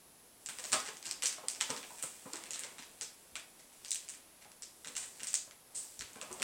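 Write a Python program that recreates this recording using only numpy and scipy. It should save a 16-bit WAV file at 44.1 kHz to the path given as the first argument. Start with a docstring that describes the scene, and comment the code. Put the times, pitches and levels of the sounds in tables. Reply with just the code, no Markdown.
"""A cat shifts about on top of an upright rug roll wrapped in plastic film, in a small bare room. Claws snap
creases in the film and drag across it with a swish, and the film crinkles under the pads; paws thud on the
roll, it sways and rustles, and a deep rumble comes through the floor. The roll stands in a corner, so the
microphone gets each snap direct, then as slaps off the nearby walls and a short room tail. The microphone has a
bright peak and adds its own hiss."""
import sys
import numpy as np
from scipy import signal
from scipy.fft import rfft, irfft
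from scipy.io import wavfile
from scipy.ndimage import uniform_filter1d

SR = 44100
rng = np.random.default_rng(int(sys.argv[2]) if len(sys.argv) > 2 else 0)


def generate_wav(sig):
    """Save sig (samples, or channels by samples) to the path in sys.argv[1] as 16-bit PCM at SR."""
    pcm = np.round(np.clip(np.atleast_2d(sig).T, -1, 1) * 32767).astype(np.int16)
    wavfile.write(sys.argv[1], SR, pcm)


N = 283563
T = np.arange(N) / SR

# rustle of the roll as the weight shifts: t/s, level/dB
ROLL_RUSTLE = [(0.0, -70), (0.4, -70), (0.8, -57), (1.05, -67), (1.15, -66.5), (1.8, -59.5), (2.17, -67.5),
               (2.44, -60), (3.1, -69), (4.8, -70), (5.0, -64.5), (5.6, -72), (5.77, -64.5), (5.93, -70),
               (6.43, -54.5)]
# swells of rumble through the floor: t/s, level/dB
FLOOR_RUMBLES = [(.71, -54), (1.68, -72), (3.0, -67), (3.32, -65), (3.8, -78), (4.96, -65), (5.75, -65),
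                 (5.99, -55), (6.28, -58)]
# film crinkling under the paws: t/s, level of the sharp part/dB, dull part against it/dB
FILM_CRINKLE = [(0.4, -70, -15), (0.68, -52.5, -10), (1.07, -70, -4), (1.34, -71, 5.5), (1.68, -57, -13),
                (2.23, -61, -9), (2.62, -65.5, 5), (2.77, -65, -7), (3.47, -75.5, -4.5),
                (4.01, -63.5, -6.5), (4.38, -92, 14), (4.9, -64, -42), (5.22, -62.5, -1.5), (5.34, -57, -8),
                (5.52, -115, 22), (5.79, -56.5, -23), (6.19, -70.5, 3.5), (6.43, -57.5, -9)]
# ranges in which the film sounds, by name: f/Hz, width/Hz
FILM_BANDS = {"dull": (2255, 2230), "body": (6410, 4570), "bright": (8590, 1860), "air": (12500, 7000)}
# claw snaps: t/s, level/dB, dull part/dB, bright part/dB, room share/dB, ring f/Hz
CLAW_SNAPS = [(0.4604, -34, -11, -4.5, -1.5, 7200), (0.4875, -43.5, 7, 7, 4, 1580),
              (0.5859, -40, -0.5, 2, 3.5, 1860), (.64, -37.5, -3.5, -4, 4.5, 6700),
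              (.719, -30.5, -7, 1, 10, 4760), (0.7293, -27.5, 3, 2.5, 3, 5600),
              (0.802, -32, -17, -15, -6, 5800), (.854, -44.5, 0, 0, 9, 2020),
              (0.8756, -42, 0.5, -8, 7, 1800), (.9692, -43.5, -3, -1, -3, 6360),
              (1.027, -40.5, -6.5, -13, -2, 5110), (1.055, -38, -12, -20, 7, 5240),
              (1.066, -35.5, -23, -16, -1, 7060), (1.0909, -39, -6, -18, 1, 6060),
              (1.111, -27, -10.5, -8, -2, 5300), (1.2224, -30.5, -3, -25, 7.5, 2940),
              (1.2353, -31.5, -22, 5, -5, 4950), (1.2491, -33, -5.5, -2, 7, 7140),
              (1.257, -22, -19, -27, 2, 6070), (1.279, -35, -23, 2, 1, 6720),
              (1.3269, -41, 2.5, 4.5, -1.5, 5840), (1.484, -26.5, -9, 2.5, -6.5, 4900),
              (1.4995, -35.5, -8, -3, -1, 5750), (1.5085, -42.5, -15, 6, 2.5, 6950),
              (1.533, -40, -24, -2, -6, 6250), (1.548, -41.5, -4, -13, 3.5, 5500),
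              (1.6048, -39.5, 3, -12, 10, 7100), (1.61, -22.5, -3, -24, -2, 3000),
              (1.636, -45, -14, 5, -13, 3320), (1.6966, -43.5, 1.5, 1, 12.5, 5400),
              (1.703, -32.5, -7, -16, -16, 6160), (1.7637, -38.5, -0.5, -19, 3, 3340),
              (1.8294, -56.5, 17, -15, 2.5, 2250), (1.9838, -50.5, 1.5, 5.5, 7.5, 2420),
              (2.0256, -40.5, 0.5, 11, 4.5, 6900), (2.3337, -30.5, -21, -15, -11, 5260),
              (2.357, -38, -4, -1, 2, 1950), (2.4373, -42, -2, 1, -13, 2140), (2.457, -53.5, 8, 6, 4, 2370),
              (2.5066, -33, -10, -15, 1.5, 6800), (2.5332, -34, -13, -9, 4.5, 4280),
              (2.5577, -46.5, 7, 6.5, -5, 4520), (2.5927, -43.5, 1, 10.5, 1.5, 6800),
              (2.635, -37.5, -1.5, -2, 2.5, 2170), (2.783, -45, 0.5, -23, 7, 4150),
              (2.824, -49, 4, -19, 2.5, 5450), (3.011, -34, -6, 0, 0.5, 6200),
              (3.019, -37.5, -12, -10, 8.5, 5460), (3.3548, -40, 7.5, 3, 0, 2430),
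              (3.3614, -55, -9, -10, 17, 3370), (3.396, -50, 7, 1, -5, 3360),
              (3.5881, -69, -5, -18, 23, 2080), (3.8475, -38.5, -6.5, -17, 2.5, 5020),
              (3.882, -41, -18, -4, 1, 6170), (3.9067, -31.5, -24, 3, -5, 6900),
              (3.916, -24.5, -19, -3, -0.5, 4200), (3.9452, -36.5, -8, 5, -2, 6400),
              (3.9568, -31.5, -15, -14, 0, 3415), (4.081, -48, -6, -10, 0, 2380),
              (4.0874, -41, -6.5, 3, 5.5, 6700), (4.137, -52.5, 1, 3, 6, 8100),
              (4.4125, -61, 1, -3, 13.5, 2120), (4.447, -57.5, 7, -4, -4, 2180),
              (4.5168, -49, -2, -21.5, -6, 5900), (4.6218, -38.5, -13.5, -7, 5.5, 5540),
              (4.8464, -43, 3, -4, 2.5, 1970), (4.8722, -39.5, -3, -1, 2, 4260),
              (4.9526, -39.5, -6, -6, 4, 2800), (4.9651, -37, -6, 3.5, 4, 6400),
              (4.9671, -33.5, -2.5, -11, -1, 7040), (5.1964, -50, 3, -1, 9.5, 2800),
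              (5.2323, -38, -0.5, 4.5, 0.5, 5800), (5.2701, -34, -14, -1.5, 4.5, 7200),
              (5.2741, -38, -16.5, -7, 6, 6400), (5.3308, -41, -6, 6, -2, 2470),
              (5.3408, -23.5, -15, -1.5, 2.5, 6670), (5.5102, -49, 2.5, -10, -1.5, 2140),
              (5.9924, -35, -18, -16, -1, 5650), (6.0086, -35.5, -.5, -15, 1, 4500),
              (6.132, -52, -20, 3, -2, 6550), (6.1584, -53, 4.5, 4, 1, 2310),
              (6.2135, -38, -1, 0.5, 0, 2500), (6.314, -49, 0, 4, 3.5, 6700),
              (6.3277, -42, -18.5, 6, -2, 6040), (6.399, -42, -2, -17, 1, 3040),
              (6.4203, -32.5, 5.5, 2.5, 8, 11900)]
# slaps off the corner walls: delay/ms, level/dB
WALL_SLAPS = [(6.2, -8), (9.8, -14), (12.4, -10), (18.5, -14)]
# paws landing on the roll: t/s, peak level/dB, boom f/Hz, decay/ms, low weight/dB
PAW_THUDS = [(0.486, -48, 770, 9.6, -2), (0.584, -50, 515, 12, -12), (0.638, -45.5, 696, 8.3, -27),
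             (0.726, -29.5, 1190, 8.9, -11), (0.734, -26, 733, 8.2, -30), (0.876, -43.5, 450, 11, -17),
             (1.053, -48, 327, 64, -4), (1.23, -43, 517, 26, -9), (1.38, -41, 685, 3.7, -24),
             (1.432, -41, 480, 7.3, -27), (1.611, -37.5, 895, 4.5, -11.5), (1.69, -35.5, 494, 27, -4),
             (1.768, -46, 258, 2.5, -23), (1.902, -45, 890, 5, -20), (2.03, -41, 480, 6.9, -3.5),
             (2.255, -41, 520, 7.2, 0), (2.331, -41, 347, 17, -23), (2.639, -47.5, 510, 14, -17),
             (2.789, -49.5, 205, 9.2, -35), (3.009, -50.5, 443, 13, -9), (3.352, -50.5, 690, 14, -8),
             (4.45, -50.5, 760, 6.9, -6), (4.854, -49.5, 450, 33, -1), (4.967, -51, 920, 13, -4),
             (5.211, -50, 480, 24, -1), (5.333, -49.5, 770, 7.9, -8), (5.473, -50.5, 600, 4.9, -5),
             (6.006, -51, 464, 8.7, 0), (6.154, -45, 486, 13, -1.5), (6.216, -42.5, 617, 7.5, -10),
             (6.303, -42, 330, 11, -5), (6.399, -41.5, 556, 33, -7)]
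# claws dragging over the film: t/s, level/dB, decay/ms, dull part/dB
CLAW_SWISHES = [(.722, -44, 13, -13), (1.045, -38, 14, -0.5), (1.25, -34, 11, -1), (2.029, -47, 39, -11),
                (2.326, -41, 13, 1), (2.527, -43.5, 27, -4), (3.924, -48, 30, -21), (4.955, -42.5, 63, -16),
                (5.025, -35, 9.3, 0), (5.745, -34.5, 33.6, -19)]
# reverberation time of the bare room: f/Hz, t60/s
ROOM_DECAY = [(200, 0.12), (1000, 0.39), (3500, 0.37), (8000, 0.29), (13000, 0.3)]
# resonance of the microphone port: f/Hz, width/Hz, added gain (linear)
PORT_RESONANCE = (8200, 1200, .45)
# spectrum of the microphone's hiss: f/Hz, relative level/dB
HISS_SPECTRUM = [(30, -11), (100, -16), (200, -7.5), (700, -12), (1400, -16), (5400, -15.5), (8500, -14.5),
                 (9700, -12), (10500, -6), (11500, -15.5), (13500, -16), (15500, -24.5)]

TAIL_DB = -2.5  # room tail against the sound that feeds it
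HISS_DB, TOP_HZ = -61.5, 16000


def undb(db):
    return 10 ** (np.asarray(db) / 20)


def unit(x):
    return x / np.sqrt(np.mean(x ** 2))


def band(x, hz, width):
    """Band-pass around hz."""
    low = np.sqrt(hz ** 2 + width ** 2 / 4) - width / 2
    return signal.sosfilt(signal.butter(2, [low, low + width], "band", fs=SR, output="sos"), x)


def colour(x, points):
    """Shape the spectrum of x by points of f/Hz, level/dB."""
    hz, db = np.transpose(points)
    f = np.maximum(np.arange(len(x) // 2 + 1) * SR / len(x), 1)
    return irfft(rfft(x) * undb(np.interp(np.log(f), np.log(hz), db)), len(x))


def add(track, s, sound):
    """Mix a sound in at time s."""
    i = int(s * SR)
    track[i:i + len(sound)] += sound[:max(N - i, 0)]


def swells(s, db, fade_s, rise_s=0.0072):
    """Envelope that rises and fades after each time s, scaled by db; overlaps add in power."""
    grid = T[::64]
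    age = np.maximum(grid - np.asarray(s)[:, None], 0)
    power = undb(2 * db)[:, None] * (1 - np.exp(-age / rise_s)) ** 2 * np.exp(-2 * age / fade_s)
    return np.interp(T, grid, np.sqrt(power.sum(axis=0)))


def roll_rustle(sway_db=-14.5):
    """The roll gives a low rough noise as the weight shifts, and more as it sways after each thud."""
    thud_s, thud_db = np.transpose(PAW_THUDS)[:2]
    shifting = undb(np.interp(T, *np.transpose(ROLL_RUSTLE)))
    swaying = swells(thud_s, thud_db + sway_db, fade_s=0.037)
    return np.hypot(shifting, swaying) * unit(band(rng.standard_normal(N), 440, 810))


def floor_rumble(steady_db=-81):
    """A faint deep rumble comes through the floor and swells now and then."""
    level = np.hypot(undb(steady_db), swells(*np.transpose(FLOOR_RUMBLES), fade_s=0.042))
    return level * unit(band(rng.standard_normal(N), 77, 82))


def film_crinkle(per_s=2500, scatter_db=0.5):
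    """Tiny creases give way at random moments with scattered sizes."""
    s, db, dull_db = np.transpose(FILM_CRINKLE)
    gives_way = rng.random(N) < per_s / SR
    ticks = gives_way * rng.standard_normal(N) * undb(scatter_db * rng.standard_normal(N))
    parts = {name: band(ticks, *FILM_BANDS[name]) for name in FILM_BANDS}
    sharp = unit(parts["bright"] - 0.61 * parts["body"] - 0.33 * parts["air"])
    dull = undb(np.interp(T, s, dull_db)) * unit(parts["dull"])
    return undb(np.interp(T, s, db, left=-99)) * (sharp + dull)


def film_response(bursts, dull_db, bright_db, ring_hz, ring_db=-8.5, air_db=-16.0):
    """The film sounds in neighbouring ranges; the panel freed by a snap rings at its own pitch."""
    parts = [band(bursts, hz, width) for hz, width in FILM_BANDS.values()]
    parts.append(band(bursts, ring_hz, width=.17 * ring_hz))
    ring_sign = -1 if 3400 < ring_hz < 7700 else 1  # the ring adds to the range it lies in
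    signs = [1, -1, 1, -1, ring_sign]  # alternate signs join the ranges
    gains = undb([dull_db, 0, bright_db, bright_db + air_db, ring_db]) * signs
    return sum(gain * part / np.sqrt(np.sum(part ** 2, axis=-1, keepdims=True))
               for gain, part in zip(gains, parts))


def claw_snaps(burst_ms=1.3, slap_follows_room=.8):
    """A crease snaps in a brief burst; returns the snaps with their wall slaps, and the room feed."""
    early, room_feed = np.zeros(N), np.zeros(N)
    t = np.arange(300) / SR
    # a crease radiates a different burst each way: to the microphone and along each wall path
    noise = rng.standard_normal((len(CLAW_SNAPS), 2 + len(WALL_SLAPS), len(t)))
    bursts = noise * t * np.exp(-t / (burst_ms / 2000))
    bursts[:, 0] = t == 0  # all directions together have a smooth colour: an impulse feeds the room
    peak_scale = np.sqrt(burst_ms * SR / 2000)  # from energy 1 to a peak near 1
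    scatters = rng.standard_normal((len(CLAW_SNAPS), len(WALL_SLAPS), 2))
    for (s, db, dull_db, bright_db, room_db, hz), burst, scatter in zip(CLAW_SNAPS, bursts, scatters):
        to_room, to_mic, *to_walls = undb(db) * peak_scale * film_response(burst, dull_db, bright_db, hz)
        add(early, s, to_mic)
        add(room_feed, s, undb(room_db) * to_room)
        for (ms, slap_db), (late, loud), slap in zip(WALL_SLAPS, scatter, to_walls):
            delay_s = (ms + 0.17 * late) / 1000
            add(early, s + delay_s, slap * undb(slap_follows_room * room_db + slap_db + 2 * loud))
    return early, room_feed


def paw_thuds(rise_s=0.0068):
    """A soft push of the paw shakes the roll: a rough boom, a broad body, the weight below."""
    out, t = np.zeros(N), np.arange(SR // 8) / SR
    for s, db, hz, decay_ms, weight_db in PAW_THUDS:
        push = rng.standard_normal(len(t)) * (1 - np.exp(-t / rise_s)) * np.exp(-t / (decay_ms / 1000))
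        boom = unit(band(push, hz, 0.26 * hz))
        body = 0.92 * unit(band(push, 953, 610))
        weight = undb(weight_db) * unit(band(push, 200, 156))
        thud = boom + body + weight
        add(out, s, undb(db) * thud / np.max(np.abs(thud)))
    return out


def claw_swishes(rise_s=0.019):
    """A claw dragging on the film makes a fine bright hiss that sets in quickly and eases off."""
    out, t = np.zeros(N), np.arange(SR // 3) / SR
    for s, db, decay_ms, dull_db in CLAW_SWISHES:
        friction = rng.standard_normal(len(t))
        bright = unit(band(friction, 8300, 1800)) - 0.47 * unit(band(friction, *FILM_BANDS["body"]))
        dull = undb(dull_db) * unit(band(friction, *FILM_BANDS["dull"]))
        stroke = (1 - np.exp(-t / rise_s)) * np.exp(-t / (decay_ms / 1000))
        add(out, s, undb(db) * (bright + dull) * stroke)
    return out


def room_tail(build_s=0.0074, early_s=0.017, lumps_per_s=500, lump_db=7.0):
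    """Diffuse room response, energy 1: lumpy with reflections at first, each band dying at its rate."""
    t = np.arange(SR // 2) / SR
    hz, t60 = np.transpose(ROOM_DECAY)
    step = int(SR / lumps_per_s)
    stairs = np.repeat(rng.standard_normal(len(t) // step + 1), step)
    lumps = uniform_filter1d(stairs, step // 2)[:len(t)]
    reflections = rng.standard_normal(len(t)) * undb(lump_db * lumps * np.exp(-t / early_s))
    tail = np.zeros(len(t))
    for k, f in enumerate(90 * 2 ** np.arange(0, 7.6, .5)):  # half-octave bands
        fade = np.exp(-np.log(1000) * t / np.interp(np.log(f), np.log(hz), t60))
        tail += (-1) ** k * band(reflections, f, f * .35) * fade
    tail *= 1 - np.exp(-(t / build_s) ** 2)
    return tail / np.sqrt(np.sum(tail ** 2))


def scene():
    """At the microphone position: the cat on the roll, heard direct and by way of the room."""
    snaps, room_feed = claw_snaps()
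    paws = film_crinkle() + paw_thuds() + claw_swishes()
    room = undb(TAIL_DB) * signal.fftconvolve(room_feed + paws, room_tail())[:N]
    return (snaps + paws + room + roll_rustle() + floor_rumble())[None]


def record(dry):
    """One microphone: its port lifts a narrow bright range, the electronics hiss, the top is cut."""
    hz, width, gain = PORT_RESONANCE
    lifted = dry + gain * signal.lfilter(*signal.iirpeak(hz, hz / width, fs=SR), dry)
    hiss = undb(HISS_DB) * unit(colour(rng.standard_normal(N), HISS_SPECTRUM))
    top_cut = signal.ellip(10, .2, 80, TOP_HZ, fs=SR, output="sos")
    return signal.sosfilt(top_cut, lifted + hiss)


dry = scene()
out = record(dry)
generate_wav(out)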